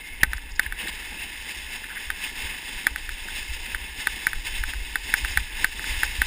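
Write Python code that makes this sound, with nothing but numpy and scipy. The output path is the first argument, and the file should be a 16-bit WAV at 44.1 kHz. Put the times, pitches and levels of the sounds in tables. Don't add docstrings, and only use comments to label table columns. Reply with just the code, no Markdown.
import sys
import numpy as np
from scipy import signal
from scipy.fft import rfft, irfft, next_fast_len
from scipy.io import wavfile

SR = 44100
rng = np.random.default_rng(int(sys.argv[2]) if len(sys.argv) > 2 else 0)


def bounce(signal):
    frames = np.transpose(np.atleast_2d(signal))
    limited = np.clip(frames, -1, 1)
    pcm = np.round(limited * 32767).astype(np.int16)
    wavfile.write(sys.argv[1], SR, pcm)


N = 276066
TIME_S = np.arange(N) / SR

# time in seconds, level in dB.
AIRFLOW = [(0.0, -46), (0.75, -39), (1.0, -45), (1.3, -44), (2.6, -45), (3.4, -40), (4.2, -40.5),
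           (4.45, -33.5), (5.1, -36.5), (5.5, -39.5), (6.26, -32.5)]
# frequency in Hz, relative level in dB.
WIND_SPECTRUM = [(8.2, -44), (14, 7.5), (59, 1), (71, -6.5), (92, -15), (130, -28), (170, -72), (290, -120)]
# start in seconds, envelope peak in dB.
BUMPS = [(0.216, -28), (0.272, -26.5), (0.345, -27), (0.537, -32.5), (0.661, -28.5), (2.435, -29),
         (2.911, -30), (3.491, -26), (3.729, -30), (3.805, -31), (4.341, -29.5), (4.6, -23.5), (4.752, -27),
         (5.226, -26), (5.298, -24.5), (5.364, -18), (5.40, -28), (5.619, -30), (5.91, -29), (5.97, -28),
         (6.186, -21)]
# middle in seconds, rumble rise in dB, length in seconds.
LUMPS = [(0.04, 4, .06), (0.23, 6, 0.065), (0.855, 6.5, 0.094), (1.15, 2.5, 0.22)]
# frequency in Hz, relative level in dB.
RUMBLE_SPECTRUM = [(53, -42), (90, -32), (146, -7.5), (284, -5.5), (456, -11), (546, -16), (700, -17),
                   (910, -6), (1540, -120)]
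# start in seconds, force in dB.
CLACKS = [(0.2329, 2.5), (0.3328, -14.5), (0.381, -27.5), (0.595, -4), (0.7237, -18), (1.8419, -26),
          (2.1026, -13), (2.8681, -3.5), (2.9601, -16), (3.0914, -19.5), (3.2853, -25), (3.7472, -14.5),
          (4.0711, -7.5), (4.2685, -5.5), (4.3318, -17), (4.6373, -14.5), (4.7355, -20.5), (4.9568, -9.5),
          (5.1395, -4), (5.2479, -14.5), (5.3735, -5), (5.6445, -3.5), (5.7946, -22), (5.8421, -22),
          (6.0328, -6.5), (6.2176, -5)]
# frequency in Hz, relative level in dB, T60 in seconds.
CASE_MODES = [(326, -25.5, 0.016), (830, -25.5, 0.04), (909, -24, 0.033), (1246, -23, 0.036),
              (1538, -14, 0.047), (1762, -20.5, 0.033), (1923, -23, 0.032), (2256, -13, 0.02),
              (2630, -15, 0.0093), (3510, -10.5, 0.0083)]
# centre in Hz, width in Hz, gain in dB.
CASE_HOLLOWS = [(910, 284, 7.5), (1487, 48, 3.5), (1742, 116, 4), (2160, 94, 4.5), (2420, 320, 4.5),
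                (2623, 240, 4), (3327, 123, -8.5), (3458, 104, 6), (3860, 110, 6), (4310, 700, -2.5),
                (4890, 180, 5.5), (5307, 220, 7.5)]
# middle in seconds, level in dB, length in seconds,
# centre in Hz, width in octaves.
CRUNCHES = [(0.095, -41.5, 0.16, 2160, 0.11), (0.215, -32, 0.012, 2650, 0.59),
            (0.324, -34, 0.0028, 5200, .4), (0.373, -40, 0.004, 5200, .4), (0.515, -46.5, 0.013, 5200, .4),
            (0.561, -40, 0.011, 5150, .4), (0.632, -33, 0.0088, 2200, 2.4),
            (0.665, -23, 0.0061, 1710, 0.42), (0.8, -31, 0.015, 2800, 0.33),
            (0.876, -24, 0.0065, 1710, 0.4), (0.883, -24.5, 0.0017, 3950, 0.28),
            (1.215, -35, 0.054, 2730, 0.11), (1.911, -35, 0.024, 1490, 0.3),
            (1.971, -31.5, 0.024, 1660, .5), (2.243, -24, 0.0078, 2500, 0.49), (4.564, -35, 0.03, 3300, .5),
            (5.096, -33, 0.0089, 1880, 0.65)]
# time in seconds, contact level in dB.
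CONTACT = [(0, -40.5), (0.22, -41), (0.52, -41.5), (0.72, -42.5), (0.95, -36.9), (2.6, -39.0), (3.03, -40),
           (3.3, -36.5), (3.9, -39.5), (5.0, -38), (5.5, -38), (6.26, -34.5)]
# middle in seconds, contact rise in dB, length in seconds.
RIDGES = [(0.65, 5, 0.055), (0.82, 6, 0.067), (0.89, 6, 0.013), (1.22, 2, 0.027), (1.5, 3, 0.037),
          (1.75, 3.5, 0.049), (2.02, 3, 0.051), (2.25, 5.5, .069), (2.45, 5, .16), (2.76, 3.5, 0.24),
          (3.38, 3.5, 0.047), (3.55, 2, 0.041), (3.71, 2.5, 0.18), (4.01, 5.5, .05), (4.14, 4, 0.17),
          (4.47, 5.5, 0.031), (4.57, 4, 0.087), (4.7, 4.5, 0.026), (5.1, 4, .065), (5.18, 5, 0.019),
          (5.28, 4.5, 0.15), (5.61, 4.5, 0.055), (5.9, 5, 0.047), (6.02, 2.5, 0.09)]
# middle in seconds, tilt in dB per octave, length in seconds.
SNOW_PATCHES = [(0.05, 3.5, .12), (0.68, -1, 0.21), (1.55, 1.5, .3), (1.93, -2.5, 0.11), (2.53, -2, 0.11),
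                (3.42, 1, 0.12), (3.8, -3, .16), (4.12, 0.5, .2), (5.53, -3.5, 0.099)]
# frequency in Hz, relative level in dB.
SCRAPE_SPECTRUM = [(260, -13.5), (450, -14), (624, -19), (932, -11), (1310, -14.5), (1720, 1), (2140, 2),
                   (2360, -7), (2620, 1.5), (3560, -0.5), (4170, -10.5), (4930, -6.5), (5600, -9),
                   (7280, -22), (12300, -120)]


def from_db(db):
    return 10 ** (np.asarray(db) / 20)


def unit_rms(x):
    return x / np.sqrt(np.mean(x ** 2) + 1e-20)


def curve(rows):
    return np.interp(TIME_S, *np.transpose(rows))


def bell(t, sigma_s):
    return np.exp(-np.minimum((t / sigma_s) ** 2 / 2, 50))


def swells(rows):
    return sum(height * bell(TIME_S - mid_s, length_s / 2) for mid_s, height, length_s in rows)


def add(out, start_s, sound):
    start = max(round(start_s * SR), 0)
    out[start:start + len(sound)] += sound[:max(N - start, 0)]


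def drift(rate_hz):
    step, warmup = 40, 2000
    pole = np.exp(-2 * np.pi * rate_hz * step / SR)
    noise = rng.standard_normal(N // step + warmup + 2)
    slow = signal.lfilter([1], [1, -2 * pole, pole * pole], noise)[warmup:]
    return np.interp(np.arange(N) / step, np.arange(len(slow)), unit_rms(slow))


def colour(x, spectrum, resonances=()):
    size = next_fast_len(N)
    hz = np.maximum(np.fft.rfftfreq(size, 1 / SR), 1)
    points_hz, points_db = np.transpose(spectrum)
    db = np.interp(np.log(hz), np.log(points_hz), points_db)
    for centre_hz, width_hz, peak_db in resonances:
        db += peak_db / (1 + (2 * (hz - centre_hz) / width_hz) ** 2)
    return unit_rms(irfft(rfft(x, size) * from_db(db), size)[:N])


def band(x, low_hz, high_hz):
    sos = signal.butter(2, [low_hz, high_hz], "band", fs=SR, output="sos")
    return unit_rms(signal.sosfilt(sos, x))


def lowpass(x, edge_hz, order):
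    return signal.sosfiltfilt(signal.butter(order, edge_hz, fs=SR, output="sos"), x)


def grains(per_s, spread_db):
    sizes = from_db(spread_db * np.minimum(rng.exponential(1, N), 4))
    signs = rng.choice([-1, 1], N)
    snaps = rng.random(N) < per_s / SR
    return unit_rms(sizes * signs * snaps)


def wind(gust_db=3.5, flare_db=-9.5, flare_s=0.023):
    envelope = from_db(curve(AIRFLOW) + gust_db * drift(12.7))
    for start_s, bump_db in BUMPS:
        age = np.maximum(TIME_S - start_s, 0) / flare_s
        flare = from_db(bump_db + flare_db) * age * np.exp(1 - age)
        envelope = np.hypot(envelope, flare)
    return envelope * colour(rng.standard_normal(N), WIND_SPECTRUM)


def bumps(shake_hz=54, rise_s=0.011):
    t, out = np.arange(SR // 4) / SR, np.zeros(N)
    shake = t / rise_s * np.exp(1 - t / rise_s) * np.sin(2 * np.pi * shake_hz * t)
    for start_s, peak_db in BUMPS:
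        add(out, start_s, from_db(peak_db) * shake)
    return out


def board_rumble(contact_db, base_db=-53.5, contact_share=0.66, judder_db=2.5):
    level_db = base_db + contact_share * (contact_db - contact_db.mean()) + swells(LUMPS)
    envelope = from_db(level_db + judder_db * drift(27))
    return envelope * colour(grains(per_s=4000, spread_db=2.5), RUMBLE_SPECTRUM)


def case_clacks(snap_hz=1735, snap_s=0.00067, rise_s=0.00089, rebound_s=0.0119, rattle_t60_s=0.068):
    lead_s = 5 * snap_s
    t, out = np.arange(SR // 10) / SR - lead_s, np.zeros(N)
    age_s = np.maximum(t, 0)
    mode_hz, mode_db, mode_t60_s = np.transpose(CASE_MODES)[:, :, None]
    for start_s, force_db in CLACKS:
        force = from_db(force_db)
        stretch = 1 + 0.13 * force ** 3
        press = bell(t, snap_s * stretch)
        buildup = np.cumsum(press) / press.sum()
        advance_s = 0.036 * force ** 2 * snap_s * np.logaddexp(0, 2 * t / snap_s)
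        detune = 1 + 0.0086 * rng.normal()
        tone = np.cos(2 * np.pi * snap_hz * detune * (t + advance_s))
        rebound_gain = from_db(-25) * rng.uniform(0, 2)
        rebound = rebound_gain * bell(t - rebound_s * (1 + 0.06 * rng.normal()), snap_s)
        snap = (press + rebound) * tone
        mode_gains = from_db(mode_db + 2 * rng.standard_normal(mode_hz.shape) - 60 * age_s / mode_t60_s)
        modes = np.sum(mode_gains * np.cos(2 * np.pi * mode_hz * t), axis=0)
        ring = buildup * modes / stretch ** 2
        tick_noise = band(rng.standard_normal(len(t)), low_hz=2600, high_hz=5600)
        tick = from_db(-22) * bell(t - 0.00056, sigma_s=0.0022) * tick_noise
        rattle_noise = band(rng.standard_normal(len(t)), low_hz=1400, high_hz=2200)
        rattle = buildup * from_db(-29 - 60 * age_s / rattle_t60_s) * rattle_noise
        thump = from_db(-15) * force ** 2 * bell(t, snap_s)
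        add(out, start_s + rise_s * stretch - lead_s, force * (snap + ring + tick + rattle + thump))
    return out


def crunches():
    coarse = colour(grains(per_s=7000, spread_db=5.0), SCRAPE_SPECTRUM, CASE_HOLLOWS)
    out = np.zeros(N)
    for mid_s, level_db, length_s, centre_hz, width_oct in CRUNCHES:
        edge_ratio = 2 ** (width_oct / 2)
        envelope = from_db(level_db) * bell(TIME_S - mid_s, length_s / 2)
        out += envelope * band(coarse, centre_hz / edge_ratio, centre_hz * edge_ratio)
    return out


def sled_speed_db(start_share=0.34, time_constant_s=3.3):
    return 20 * np.log10(1 - (1 - start_share) * np.exp(-TIME_S / time_constant_s))


def board_scrape(contact_db, grains_per_s=11000, gain_db=1.0, judder_db=1.13, flicker_db=0.78):
    tilt_db_per_oct = 2.04 + 0.67 * sled_speed_db() + swells(SNOW_PATCHES)
    snaps_per_s = grains_per_s * from_db(contact_db - contact_db.mean())
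    remaining = colour(grains(snaps_per_s, spread_db=2.0), SCRAPE_SPECTRUM, CASE_HOLLOWS)
    out = np.zeros(N)
    for edge_hz in (1250, 2100, 3100, 4400, 7000):
        part = lowpass(remaining, edge_hz, order=4)
        remaining = remaining - part
        height_oct = max(np.log2(edge_hz / 2400), 0) - 0.5
        out += part * from_db(tilt_db_per_oct * height_oct + flicker_db * drift(18))
    return out * from_db(contact_db + gain_db + judder_db * drift(30))


def scene():
    contact_db = curve(CONTACT) + swells(RIDGES)
    snow = board_scrape(contact_db) + crunches()
    case = case_clacks() + bumps() + wind()
    return (snow + case + board_rumble(contact_db))[None]


def record(dry, positive_limit=0.77, negative_limit=0.61, top_hz=5950, hold_hz=12000, cutoff_hz=15300):
    limit = np.where(dry > 0, positive_limit, negative_limit)
    clipped = dry / (1 + (dry / limit) ** 12) ** (1 / 12)
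    slow = signal.resample_poly(lowpass(clipped, top_hz, order=10), hold_hz, SR, axis=1)
    held = np.repeat(slow, 4, axis=1)
    gritty = signal.resample_poly(held, SR, 4 * hold_hz, axis=1)[:, :N]
    return signal.sosfilt(signal.ellip(10, 0.2, 90, cutoff_hz, fs=SR, output="sos"), gritty)


dry = scene()
out = record(dry)
bounce(out)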